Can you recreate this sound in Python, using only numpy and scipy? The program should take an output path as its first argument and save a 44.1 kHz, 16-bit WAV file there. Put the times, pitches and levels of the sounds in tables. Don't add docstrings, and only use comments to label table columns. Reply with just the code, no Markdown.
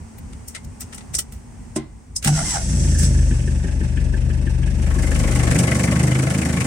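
import sys
import numpy as np
from scipy import signal
from scipy.fft import rfft, irfft, next_fast_len
from scipy.io import wavfile
from scipy.ndimage import uniform_filter1d

SR = 44100
rng = np.random.default_rng(int(sys.argv[2]) if len(sys.argv) > 2 else 0)


def store_pcm(level_fs):
    pcm = np.round(np.clip(level_fs, -1, 1) * 32767).astype(np.int16)
    wavfile.write(sys.argv[1], SR, np.atleast_2d(pcm).T)


N = 293706
TIME = np.arange(N) / SR

# frequency in Hz, relative gain in dB.
OUTSIDE_COLOUR = [(100, 3.5), (170, -12.5), (230, 14), (310, -7), (400, -3.5), (600, -10), (850, -5),
                  (1300, -14.5), (2100, -15), (3800, -27), (6000, -18.5), (7200, -19), (8400, -14),
                  (10500, -27.5), (12000, -38), (16000, -38)]
# frequency in Hz, relative gain in dB.
RUMBLE_COLOUR = [(20, -25), (50, 3.5), (80, 2), (130, -6), (220, -12), (400, -28.5)]
# centre in seconds, half length in seconds, relative level in dB.
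RUMBLE_SWELLS = [(0.286, 0.059, -41.5), (0.675, 0.028, -36), (0.85, 0.018, -38), (1.628, 0.056, -39)]
MURMUR_DB, MURMUR_DROP_DB, RUMBLE_DB, BACKGROUND_UNDER_DB = -44, -4, -39, -3

# snap in seconds, relative level in dB,
# left minus right in dB, tail t60 in seconds, dashboard body in dB, bright edge in dB.
KEY_CLICKS = [(0.184, -44, 6, 0.04, 11, 21), (0.332, -40.5, 6, 0.045, 11, -12),
              (0.482, -24.5, 5.5, 0.033, -16, 6), (0.491, -34, 1, 0.2, -7, 3), (0.55, -27, 5, 0.12, 9, -14),
              (0.563, -38, 0, 0.074, 16, -14), (0.647, -35, 2, .025, -3, 2), (0.807, -25.5, 3, 0.08, -4, 9),
              (0.816, -26, 2, 0.12, 0, -3), (0.928, -32, 3.5, 0.13, 9.5, -8),
              (0.947, -31.5, 3, 0.12, -2, 0), (0.98, -31.5, 2, 0.1, 4.5, -10),
              (1.008, -45.5, 6, 0.066, 15.5, -10), (1.142, -19, 8, 0.023, 2.5, -2),
              (1.151, -8.5, -2, 0.048, -12, -12), (1.163, -17.5, -2, 0.12, -17, -20),
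              (1.188, -11, 1, 0.092, -5.5, 4.5), (1.323, -39, 1, 0.25, 5, 10),
              (1.762, -18.5, -3, 0.088, -0.5, -20), (2.163, -12.5, 2, 0.092, -23, -16),
              (2.227, -26.5, 0, 0.11, 6.5, -6)]
# snap in seconds, relative level in dB, left minus right in dB, tail t60 in seconds,
# body in dB, bright edge in dB.
CLASHES = [(2.247, -12.5, -0.5, 0.16, 6, 1), (2.275, -9, -2, 0.076, 3, -6),
           (2.99, -14.5, 1, 0.25, -23, -10), (3.03, -22, 3, 0.17, -5, 0), (5.513, -18, -1, 0.08, 3, -8),
           (5.589, -13, 0, 0.08, 0.5, -11)]
# frequency in Hz, relative gain in dB.
LOCK_COLOUR = [(3000, -26.5), (4350, -14), (4900, -3), (7000, 0), (8400, 6.5), (9600, -1), (11500, -16),
               (16000, -48)]
# frequency in Hz, relative gain in dB.
DASH_COLOUR = [(150, -5), (600, -2.5), (1000, -17), (1350, -4.5), (2000, -3), (2600, -2), (3600, -5),
               (5500, -7.5), (9000, -79)]
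# frequency in Hz, relative gain in dB.
EDGE_COLOUR = [(7000, -30), (10500, -4), (12500, -1), (15000, 0), (16000, -2)]
# frequency in Hz, width in Hz, relative level in dB.
LOCK_MODES = [(5400, 300, -6), (5910, 120, -1.5), (6600, 74, -7), (7900, 48, -18), (8550, 69, -20)]
# frequency in Hz, width in Hz, relative level in dB.
PANEL_MODES = [(1320, 73, 0), (1984, 56, 0), (2860, 16, 0)]
GRAINS_PER_S, GRAIN_SPREAD_DB, EDGE_FALL_DB_PER_S = 1400, 3, 120

# frequency in Hz, relative level in dB, t60 in seconds.
BARREL_MODES = [(1330, -12, .13), (1850, 3, 0.085), (2110, 3, .11), (2853, -17, 0.11), (3408, -8, .05)]
# frequency in Hz, relative level in dB, t60 in seconds.
DETENT_MODES = [(1340, -4, .08), (1980, 0, .07), (2970, -5, .09), (3241, 3, .08), (3515, -1.5, 0.092),
                (4330, 4, .06)]
# frequency in Hz, level in dB, t60 in seconds.
SPRING_MODES = [(5050, -24, .06), (5250, -21, .06), (5520, -26, .05)]
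# start in seconds, level in dB.
SEATINGS = [(0.551, -42), (0.563, -39)]
# start in seconds, level in dB.
SNAPS = [(1.143, -45), (1.189, -32)]
SPRING_S = 2.163

# frequency in Hz, relative level in dB, t60 in seconds.
CLUNK_MODES = [(142, -10, 0.36), (226, -4.5, 0.22), (314.6, -1, 0.21), (370, -3, 0.16), (612, -7.5, 0.087),
               (1040, -19.5, 0.24), (1970, -26, 0.25), (2050, -29, 0.4), (2110, -27, 0.25)]
# frequency in Hz, relative gain in dB.
TRIM_COLOUR = [(130, -1), (350, 7.0), (500, -7.5), (700, -3), (1100, -12), (2200, -16.0), (4500, -22.0)]
CLUNK_S, CLUNK_DB, TRIM_DB = 1.761, -17.5, -26.5

# time in seconds, mean gear mesh in Hz.
MESH = [(2.25, 790), (2.33, 740), (2.415, 657), (2.45, 1040), (2.515, 1012), (2.555, 809), (2.585, 784),
        (2.62, 645)]
# centre in seconds, half length in seconds, load in dB.
COMPRESSIONS = [(2.28, 0.019, -2), (2.393, 0.027, -3.5), (2.563, 0.024, 0.5)]
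# centre in seconds, half length in seconds, level in dB.
OVERRUNS = [(2.362, .025, -35), (2.525, 0.038, -32.5)]
# multiple of the mesh rate, mean relative level in dB.
WHINE_HARMONICS = [(1, 0), (2, -1), (3, -10)]
# frequency in Hz, relative gain in dB.
HOUSING_COLOUR = [(600, 4), (780, 8), (1030, -1), (1350, -1), (1620, 0), (2050, 4), (2500, -10)]
# frequency in Hz, relative gain in dB.
GRIND_COLOUR = [(300, -42), (600, 2), (780, 12), (980, -2), (1380, 2), (1700, -2), (2300, -13), (3500, -15)]
# frequency in Hz, width in Hz, relative level in dB.
RING_GEAR_MODES = [(3080, 130, -1), (4100, 200, -3), (4750, 200, -3), (5200, 170, 3), (5780, 170, 7)]
PINION_TEETH = 9
# dB running free, dB added as gain in proportion to load.
WHINE_DB, GRIND_DB, SCRAPE_DB = (-37, -32), (-43, -30), (-42, -41)
START_S, STARTER_HOLD_S, RUN_DOWN_DB_PER_S = 2.25, 0.335, 200
HUM_HZ, HUM_DB, HUM_LOAD_DB = 151, -16.5, -32.5
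HUM_RISE_S, HUM_HOLD_S, HUM_FALL_DB_PER_S = 0.043, 0.052, 225

CRANK_RATE, FLARE_RATE, IDLE_RATE, FAST_IDLE_RATE = 9.671, 28.148, 24.222, 26.661
RUN_UP_S, SINK_S, PICK_UP_S, PICK_UP_LENGTH_S = 0.5, 0.568, 5.633, 0.788
CATCH_S, CATCH_LENGTH_S, EASE_S, EASE_LENGTH_S = 2.585, 0.16, 3.19, 0.22
# dB at cranking, flare and idle.
BOOM_DB, THUD_DB, CLATTER_DB = (-30.5, -15.5, -18), (-33.5, -23.5, -28.5), (-40.5, -40.5, -41.5)
WHIRR_DB = (-60, -46, -50.5)
VALVES_DB, SHAKE_DB, THUD_SCATTER_DB = -50, -38.5, 3
JOLT_DB, JOLT_FALL_DB_PER_S = -20, 116
# multiple of the firing rate, mean relative level in dB.
CAB_ORDERS = [(1, -23), (2, 3), (3, 3), (5, -1), (7, -13), (8, -24.5), (9, -26)]
# frequency in Hz, relative gain in dB.
CAB_THUD_COLOUR = [(25, -20), (45, 0), (90, 2.5), (160, 4.5), (230, -2), (360, -12), (460, -21.5),
                   (580, -16), (900, -50), (1500, -56.5)]
# frequency in Hz, relative gain in dB.
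CAB_CLATTER_COLOUR = [(400, 3.5), (800, 5.5), (1300, -1.5), (1800, 3), (2700, -2.5), (3900, -9.5),
                      (5800, -6), (8300, -3.5), (10000, -11.5), (12000, -26), (16000, -37)]
# frequency in Hz, relative gain in dB.
SHAKE_COLOUR = [(150, -6), (230, 0), (290, -4), (350, -2), (440, -17)]
# frequency in Hz, relative gain in dB.
VALVE_COLOUR = [(1900, 1.0), (2400, 7.0), (3200, 4.0), (3900, -21)]
# frequency in Hz, width in Hz, relative level in dB.
COVER_MODES = [(1686, 47, 7), (1765, 44, 6), (1576, 63, 1.5), (2290, 240, -20)]

# frequency in Hz, relative gain in dB.
INTAKE_COLOUR = [(1500, -16), (3000, -16), (4200, -17.5), (5200, -9.5), (6200, -4), (7000, -9.5),
                 (7900, -1.5), (9500, -11.5), (11000, -20.5), (12200, -35), (16000, -38)]
# centre in seconds, half length in seconds, level in dB.
HISS_SWELLS = [(2.381, 0.037, -33.5), (2.515, 0.052, -26), (3.042, 0.04, -29.5)]
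HISS_CRANK_DB, HISS_FLARE_DB, HISS_FADES_S, HISS_FALL_DB_PER_S = -29.5, -31, 2.947, 22

# multiple of the firing rate, mean relative level in dB.
TAIL_ORDERS = [(2, -24), (3, -5), (4, -9.5), (5, 3), (6, -4.5), (7, -3), (9, -9), (10, -19), (12, -14)]
# frequency in Hz, relative gain in dB.
PUFF_COLOUR = [(50, -46), (95, -5), (150, 0.5), (230, -4), (330, -7.5), (420, -17), (520, -12),
               (720, -20.5), (950, -26), (1600, -27)]
# frequency in Hz, relative gain in dB.
TAIL_CLATTER_COLOUR = [(400, 1), (900, -4), (1250, 6), (1600, 3.5), (2080, 6), (2600, 4), (3200, 2.5),
                       (4000, 1.5), (6000, -40)]
# frequency in Hz, relative gain in dB.
TAIL_HISS_COLOUR = [(2500, -56), (4000, -10), (5600, -1), (7000, 1), (8500, 2.5), (10000, -4), (12000, -16),
                    (16000, -23.5)]
# frequency in Hz, width in Hz, relative level in dB.
SHEET_MODES = [(502, 29, 8), (654, 57, 6.5), (775, 41, 3.5), (1094, 37, 5), (1710, 23, 0.5), (2090, 45, -6)]
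# frequency in Hz, width in Hz, relative level in dB.
BRACKET_MODES = [(1340, 130, -5), (1530, 90, -1), (1800, 200, -1), (2060, 110, 4), (2230, 200, -1),
                 (2560, 160, -5), (2950, 250, -7)]
DRONE_DB, PUFFS_DB, TAIL_CLATTER_DB, SHEET_DB, KNOCKS_DB = -18, -21.5, -39.5, -33, -31.3
UNDER_LAG_FIRINGS, LAG_CLOSES_S, LAG_CLOSING_LENGTH_S = 0.38, 5.31, 0.23

# start in seconds, relative tick level in dB, relative floor thump in dB.
TICKS = [(2.9484, -31.5, -31), (2.9846, -36, -30), (3.019, -35, -36), (3.1457, -35, -26),
         (3.1806, -41, -27), (3.3083, -32, -21), (3.4764, -35, -21.5), (3.6423, -33.5, -24),
         (3.677, -36, -40), (3.8087, -30.5, -22), (3.9733, -29.5, -24), (4.1372, -29, -24),
         (4.3006, -36, -24), (4.4678, -29, -23), (4.631, -37, -31), (4.6707, -34.5, -37), (4.985, -30, -30),
         (5.0318, -30, -31), (5.1135, -27, -26)]
# mean frequency in Hz, relative level in dB, t60 in seconds.
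FLOOR_MODES = [(232, 0, .11), (335, -6, .1), (385, -11, .08)]
TAPPET_RISE_S, TAPPET_T60_S, TAPPET_DETUNE = 0.002, 0.085, 0.012

UNDER_S, UNDER_FADE_S, UNDER_LEAK_DB = 4.67, 0.86, -40
CAB_OUT_S, CAB_FADE_S, CAB_LEAK_DB = 5.51, 0.097, -25
UNDER_DB, UNDER_WEAKENS_DB = 0.5, -2.5
TOP_HZ = 16400


def undb(db):
    return 10 ** (np.asarray(db) / 20)


def unit(x):
    return x / np.sqrt(np.mean(x ** 2) + 1e-18)


def pan(db):
    return undb(np.array([[db], [-db]]) / 2)


def ramp(start, length):
    return np.clip((TIME - start) / length, 0, 1)


def envelope(start, attack, hold, fall_db_per_s):
    return ramp(start, attack) * undb(-fall_db_per_s * np.maximum(TIME - start - attack - hold, 0))


def swells(table):
    return sum(undb(db) * np.exp(-((TIME - s) / half_length) ** 2) for s, half_length, db in table)


def noise(side, size=N):
    mid, wide = rng.standard_normal((2, size))
    return unit(mid + side * wide * np.array([[1], [-1]]))


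def walk(rate):
    step = int(SR / rate)
    held = np.repeat(rng.standard_normal(N // step + 1), step)
    return unit(uniform_filter1d(uniform_filter1d(held, step), step)[:N])


def rattle(density, spread_db):
    strength = undb(spread_db * np.clip(rng.standard_normal(N), -2, 2))
    hits = (rng.random(N) < density / SR) * strength
    return unit(hits * noise(1.0))


def colour(x, points):
    size = 2 * next_fast_len(x.shape[-1] // 2 + 4096)
    octave = np.log2(np.maximum(np.arange(size // 2 + 1) * SR / size, 1))
    hz, db = np.transpose(points)
    outside = np.abs(octave - np.clip(octave, np.log2(hz[0]), np.log2(hz[-1])))
    gain = unit(undb(np.interp(octave, np.log2(hz), db) - np.minimum(18 * outside, 50)))
    cepstrum = irfft(np.log(gain))
    fold = np.r_[1, np.full(size // 2 - 1, 2), 1, np.zeros(size // 2 - 1)]
    return irfft(rfft(x, size) * np.exp(rfft(cepstrum * fold)))[..., :x.shape[-1]]


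def ring(x, modes):
    return sum(undb(db) * signal.lfilter(*signal.iirpeak(hz, hz / width, SR), x) for hz, width, db in modes)


def ping(s, modes, detune=0):
    out = np.zeros((2, N))
    age = TIME[:SR // 4]
    start = int(s * SR)
    for hz, db, t60 in modes:
        shift, turn, apart = rng.standard_normal(3)
        phase = 2 * np.pi * (hz * (1 + detune * shift) * age + turn)
        phase = phase + min(hz / 2000, 1) * apart * np.array([[1], [-1]])
        onset = np.minimum(hz * age, 1)
        out[:, start:start + len(age)] += undb(db - 60 * age / t60) * np.sin(phase) * onset
    return out


def scatter(x, t60, wet):
    age = TIME[:SR // 8]
    response = noise(0.23, size=len(age)) * undb(-60 * age / t60)
    response *= wet / np.sqrt(np.sum(response ** 2) / 2)
    response[:, 0] += 1
    return signal.fftconvolve(x, response, axes=1)[:, :N] / np.hypot(1, wet)


def speed():
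    run_up = (FLARE_RATE - CRANK_RATE) * ramp(START_S, RUN_UP_S)
    sink = (IDLE_RATE - FLARE_RATE) * ramp(START_S + RUN_UP_S, SINK_S)
    pick_up = (FAST_IDLE_RATE - IDLE_RATE) * ramp(PICK_UP_S, PICK_UP_LENGTH_S)
    return CRANK_RATE + run_up + sink + pick_up


def effort(levels_db):
    cranking, flare, idle = levels_db
    catch_db = (flare - cranking) * ramp(CATCH_S, CATCH_LENGTH_S)
    ease_db = (idle - flare) * ramp(EASE_S, EASE_LENGTH_S)
    return ramp(START_S, 0.025) * undb(cranking + catch_db + ease_db)


def strokes(firings, lag, rise, fall, cylinder_db, scatter_db, bed):
    index = np.floor(firings - lag + 4).astype(int)
    age = (firings - lag) % 1
    chance_db = scatter_db * rng.standard_normal(512)[index % 512]
    size = undb(np.array(cylinder_db)[index % 4] + chance_db)
    return unit(abs(bed) + size * (1 - np.exp(-age / rise)) * np.exp(-age / fall))


def tones(firings, orders, lag, waver_db, delay):
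    total = 0
    for k, db in orders:
        phase = 2 * np.pi * round(k) * (firings - lag - delay * k)
        total = total + undb(db + waver_db * walk(8.3)) * np.cos(phase)
    return unit(total)


def background():
    murmur_db = MURMUR_DB + MURMUR_DROP_DB * ramp(CLUNK_S, 0.05)
    murmur = undb(murmur_db + 1.04 * walk(6.8)) * colour(noise(0.85), OUTSIDE_COLOUR)
    rumble_level = undb(RUMBLE_DB + 3.2 * walk(13.85)) + swells(RUMBLE_SWELLS)
    return murmur + rumble_level * colour(noise(0.16), RUMBLE_COLOUR)


def clicks(table, scrape_s, scrape_db, crack_s, tail_db, ring_db):
    drive = np.zeros((3, 2, N))
    lead = SR // 30
    age = TIME[:SR // 3] - lead / SR
    for s, db, pan_db, t60, body_db, edge_db in table:
        after = np.exp(-abs(age) / crack_s) + undb(tail_db - 60 * abs(age) / t60)
        before = undb(scrape_db) * np.exp(-abs(age) / scrape_s)
        contacts = np.repeat(rng.standard_normal(len(age)), SR // GRAINS_PER_S)[:len(age)]
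        grain = unit(undb(GRAIN_SPREAD_DB * np.clip(contacts, -2, 1.5)))
        shape = np.where(age < 0, before, after)
        burst = noise(1, size=len(age)) * grain * shape * undb(db) * pan(pan_db)
        edge_fade = undb(-EDGE_FALL_DB_PER_S * np.maximum(age, 0))
        start = int(s * SR) - lead
        parts = np.array([burst, undb(body_db) * burst, undb(edge_db) * edge_fade * burst])
        drive[:, :, start:start + len(age)] += parts
    steel, body = colour(drive[0], LOCK_COLOUR), colour(drive[1], DASH_COLOUR)
    steel = steel + undb(ring_db) * ring(steel, LOCK_MODES)
    body = body + undb(ring_db) * ring(body, PANEL_MODES)
    edge = colour(drive[2], EDGE_COLOUR)
    return undb(-12.0) * steel + undb(-22) * body + undb(-23) * edge


def lock():
    barrel = sum(undb(db) * ping(s, BARREL_MODES) for s, db in SEATINGS)
    detent = sum(undb(db) * ping(s, DETENT_MODES, detune=0.012) for s, db in SNAPS)
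    return barrel + detent + ping(SPRING_S, SPRING_MODES)


def clunk():
    age = np.maximum(TIME - CLUNK_S, 0)
    started = age > 0
    modes = 0
    for k, (hz, db, t60) in enumerate(CLUNK_MODES):
        wavering_age = age + 0.000093 * walk(70)
        modes = modes + (-1) ** k * undb(db - 60 * age / t60) * np.sin(2 * np.pi * hz * wavering_age)
    trim = colour(noise(1.0) * np.exp(-age / 0.042) * started, TRIM_COLOUR)
    return undb(CLUNK_DB) * modes * started + undb(TRIM_DB) * trim


def starter():
    mesh_hz = np.interp(TIME, *np.transpose(MESH))
    load = swells(COMPRESSIONS)
    turning = envelope(START_S, 0.0078, STARTER_HOLD_S, RUN_DOWN_DB_PER_S)
    chatter = 0.014 + 0.05 * load
    tooth = 2 * np.pi * np.cumsum(mesh_hz * (1 + chatter * walk(350))) / SR
    bite = (1 + 0.4 * np.sin(tooth / PINION_TEETH)) * undb(1.8 * walk(200))
    harmonics = sum(undb(db + 2.2 * walk(90)) * np.sin(k * tooth) for k, db in WHINE_HARMONICS)
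    whine = unit(colour(harmonics, HOUSING_COLOUR) * bite)
    whine = scatter(np.array([whine, whine]), t60=0.06, wet=0.45)
    grinding = unit(rattle(7000, 1.5) * bite * (1 + 0.83 * np.sin(tooth)))
    grind = colour(grinding, GRIND_COLOUR)
    scrape = unit(ring(rattle(2500, 2.2) * bite, RING_GEAR_MODES))
    gears = 0
    for layer, (free_db, loaded_db) in [(whine, WHINE_DB), (grind, GRIND_DB), (scrape, SCRAPE_DB)]:
        gears = gears + layer * (undb(free_db) + undb(loaded_db) * load)
    overrun = scrape * swells(OVERRUNS)
    hum = unit(np.sin(2 * np.pi * np.cumsum(HUM_HZ * (1 + 0.014 * walk(40.4))) / SR))
    surge = undb(HUM_DB) * envelope(START_S, HUM_RISE_S, HUM_HOLD_S, HUM_FALL_DB_PER_S)
    current = surge + undb(HUM_LOAD_DB) * load
    return turning * gears + overrun + current * hum


def cab(firings):
    settled = ramp(CATCH_S + CATCH_LENGTH_S, 0.14)
    ear_lag = np.array([[0.008], [0]])
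    ragged = (0.019 + 0.12 * (1 - settled)) * walk(25)
    boom = tones(firings - ear_lag + ragged, CAB_ORDERS, lag=0.252, waver_db=1.5, delay=0.013)
    lean_db = 1.5 + 5.0 * ramp(EASE_S, 0.79)
    boom = boom * effort(BOOM_DB) * undb(np.outer([1, -1], lean_db) / 2)
    thudding = strokes(firings, 0.77, 0.091, 1.0, [-3, -6, -3, -2], THUD_SCATTER_DB, 0.5)
    thud = colour(noise(0.24) * thudding, CAB_THUD_COLOUR) * pan(1.1)
    shaking = strokes(firings, 0.72, 0.3, 0.5, [-10, 0, -9, -16], 1.5, 0.02)
    shake = colour(noise(0.35) * shaking, SHAKE_COLOUR) * pan(3)
    clattering = strokes(firings, 0.51, 0.17, 0.47, [1.5, 2.4, 4.9, 2.9], 1.0, 0.11)
    clatter = scatter(colour(noise(1) * clattering, CAB_CLATTER_COLOUR), t60=0.055, wet=0.87)
    valve_strokes = strokes(firings, 0.83, 0.079, 0.43, [1, 10.8, 7.2, 6.0], 2.8, 0.03)
    valves = colour(rattle(6000, 1.0) * valve_strokes, VALVE_COLOUR)
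    whirring = strokes(firings, 0.85, 0.03, 0.25, [-5, 0, -3, -6], 2, 0.1)
    whirr = unit(ring(rattle(4000, 3) * whirring, COVER_MODES))
    valve_gear = settled * (effort(WHIRR_DB) * whirr + undb(VALVES_DB) * valves) + tappet()
    jolt = undb(JOLT_DB) * envelope(START_S, 0.013, 0.0046, JOLT_FALL_DB_PER_S)
    block = (jolt + effort(THUD_DB)) * thud + effort(CLATTER_DB) * clatter
    return boom + block + undb(SHAKE_DB) * settled * shake + valve_gear


def intake_hiss(firings):
    drawing = strokes(firings, 0.33, 0.15, 0.45, [0, 0, 0, 0], 0.5, 2.1)
    hiss = scatter(colour(noise(0.96) * drawing, INTAKE_COLOUR), t60=0.06, wet=0.87)
    flow_db = HISS_CRANK_DB + (HISS_FLARE_DB - HISS_CRANK_DB) * ramp(CATCH_S - 0.08, 0.068)
    flow = undb(flow_db) * envelope(START_S, 0.0091, HISS_FADES_S - START_S, HISS_FALL_DB_PER_S)
    return (flow + swells(HISS_SWELLS)) * undb(1.07 * walk(90)) * hiss * pan(-0.4)


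def underside(firings):
    lagging = firings - UNDER_LAG_FIRINGS * (1 - ramp(LAG_CLOSES_S, LAG_CLOSING_LENGTH_S))
    steady = firings + 0.011 * walk(25)
    drone = tones(steady, TAIL_ORDERS, lag=0.37, waver_db=2.5, delay=0.0056)
    puffing = strokes(lagging, 0.23, 0.03, 0.83, [-1.5, 0.5, -9.5, -1.0], 0.86, 0.99)
    puffs = scatter(colour(noise(0.2) * puffing, PUFF_COLOUR), t60=0.087, wet=0.2)
    loose = lagging + 0.035 * walk(30)
    clattering = strokes(loose, 0.085, 0.11, 0.45, [-1, 0, 1, 1], 1.7, 0.16)
    clatter = colour(rattle(4000, 2) * clattering, TAIL_CLATTER_COLOUR)
    shaking = strokes(loose, 0.08, 0.08, 0.28, [-1, 0, 1, 1], 1.5, 0.08)
    sheet = unit(sum(ring(rattle(3000, 2.5) * shaking * undb(3 * walk(30)), [mode]) for mode in SHEET_MODES))
    hissing = strokes(loose, 0.96, 0.23, 0.36, [0, -0.5, 1, 0], 2, 0.09)
    hiss = scatter(colour(rattle(7000, 0.41) * hissing, TAIL_HISS_COLOUR), t60=0.04, wet=0.25)
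    hiss_db = -30.3 - 1.0 * ramp(CAB_OUT_S, 0.62)
    exhaust = undb(DRONE_DB) * drone + undb(PUFFS_DB) * puffs
    metal = undb(TAIL_CLATTER_DB) * clatter + undb(SHEET_DB) * sheet + knocks(loose)
    return exhaust * pan(0.98) + metal * pan(2.5) + undb(hiss_db) * hiss * pan(1)


def knocks(firings):
    parts = 0
    for mode in BRACKET_MODES:
        own = firings + 0.05 * walk(30)
        shaking = strokes(own, 0.12, 0.09, 0.26, [0, -1, 1, 0], 2.2, 0.05)
        parts = parts + ring(rattle(3000, 1.5) * shaking * undb(3.6 * walk(28)), [mode])
    return undb(KNOCKS_DB) * unit(parts)


def tappet():
    ticks = np.zeros((2, N))
    age = TIME[:SR // 6]
    shape = (1 - np.exp(-age / TAPPET_RISE_S)) * undb(-60 * age / TAPPET_T60_S)
    for s, db, _ in TICKS:
        cover = 0
        for hz, _, mode_db in COVER_MODES:
            detune, share, left, right = rng.standard_normal(4)
            phase = 2 * np.pi * hz * (1 + TAPPET_DETUNE * detune) * age + 0.7 * np.array([[left], [right]])
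            cover = cover + undb(mode_db + 2 * share) * np.sin(phase)
        start = int(s * SR)
        tick = unit(shape * cover) * np.sqrt(np.mean(shape ** 2))
        ticks[:, start:start + len(age)] += undb(db) * tick
    thumps = sum(undb(thump_db) * ping(s, FLOOR_MODES, detune=0.029) for s, _, thump_db in TICKS)
    return ticks * pan(1.4) + thumps * pan(2)


def scene():
    firings = np.cumsum(speed()) / SR
    cab_out = ramp(CAB_OUT_S, CAB_FADE_S)
    around = background() * undb(BACKGROUND_UNDER_DB * cab_out)
    key = clicks(KEY_CLICKS, scrape_s=0.0035, scrape_db=1.5, crack_s=0.0063, tail_db=3.5, ring_db=4.5)
    clashes = clicks(CLASHES, scrape_s=0.0038, scrape_db=4.5, crack_s=0.014, tail_db=-0.5, ring_db=-1)
    inside = np.maximum(1 - cab_out, undb(CAB_LEAK_DB))
    leak = undb(UNDER_LEAK_DB) * ramp(CATCH_S, CATCH_LENGTH_S)
    under_db = UNDER_DB + UNDER_WEAKENS_DB * ramp(CAB_OUT_S, 1)
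    under = np.maximum(ramp(UNDER_S, UNDER_FADE_S), leak) * undb(under_db)
    engine = inside * (cab(firings) + intake_hiss(firings)) + under * underside(firings)
    return around + key + lock() + clunk() + clashes + starter() + engine


def record(dry):
    rounded = dry / (1 + (dry / 0.78) ** 6) ** (1 / 6)
    return signal.sosfilt(signal.ellip(10, 0.2, 80, TOP_HZ, fs=SR, output="sos"), rounded)


dry = scene()
out = record(dry)
store_pcm(out)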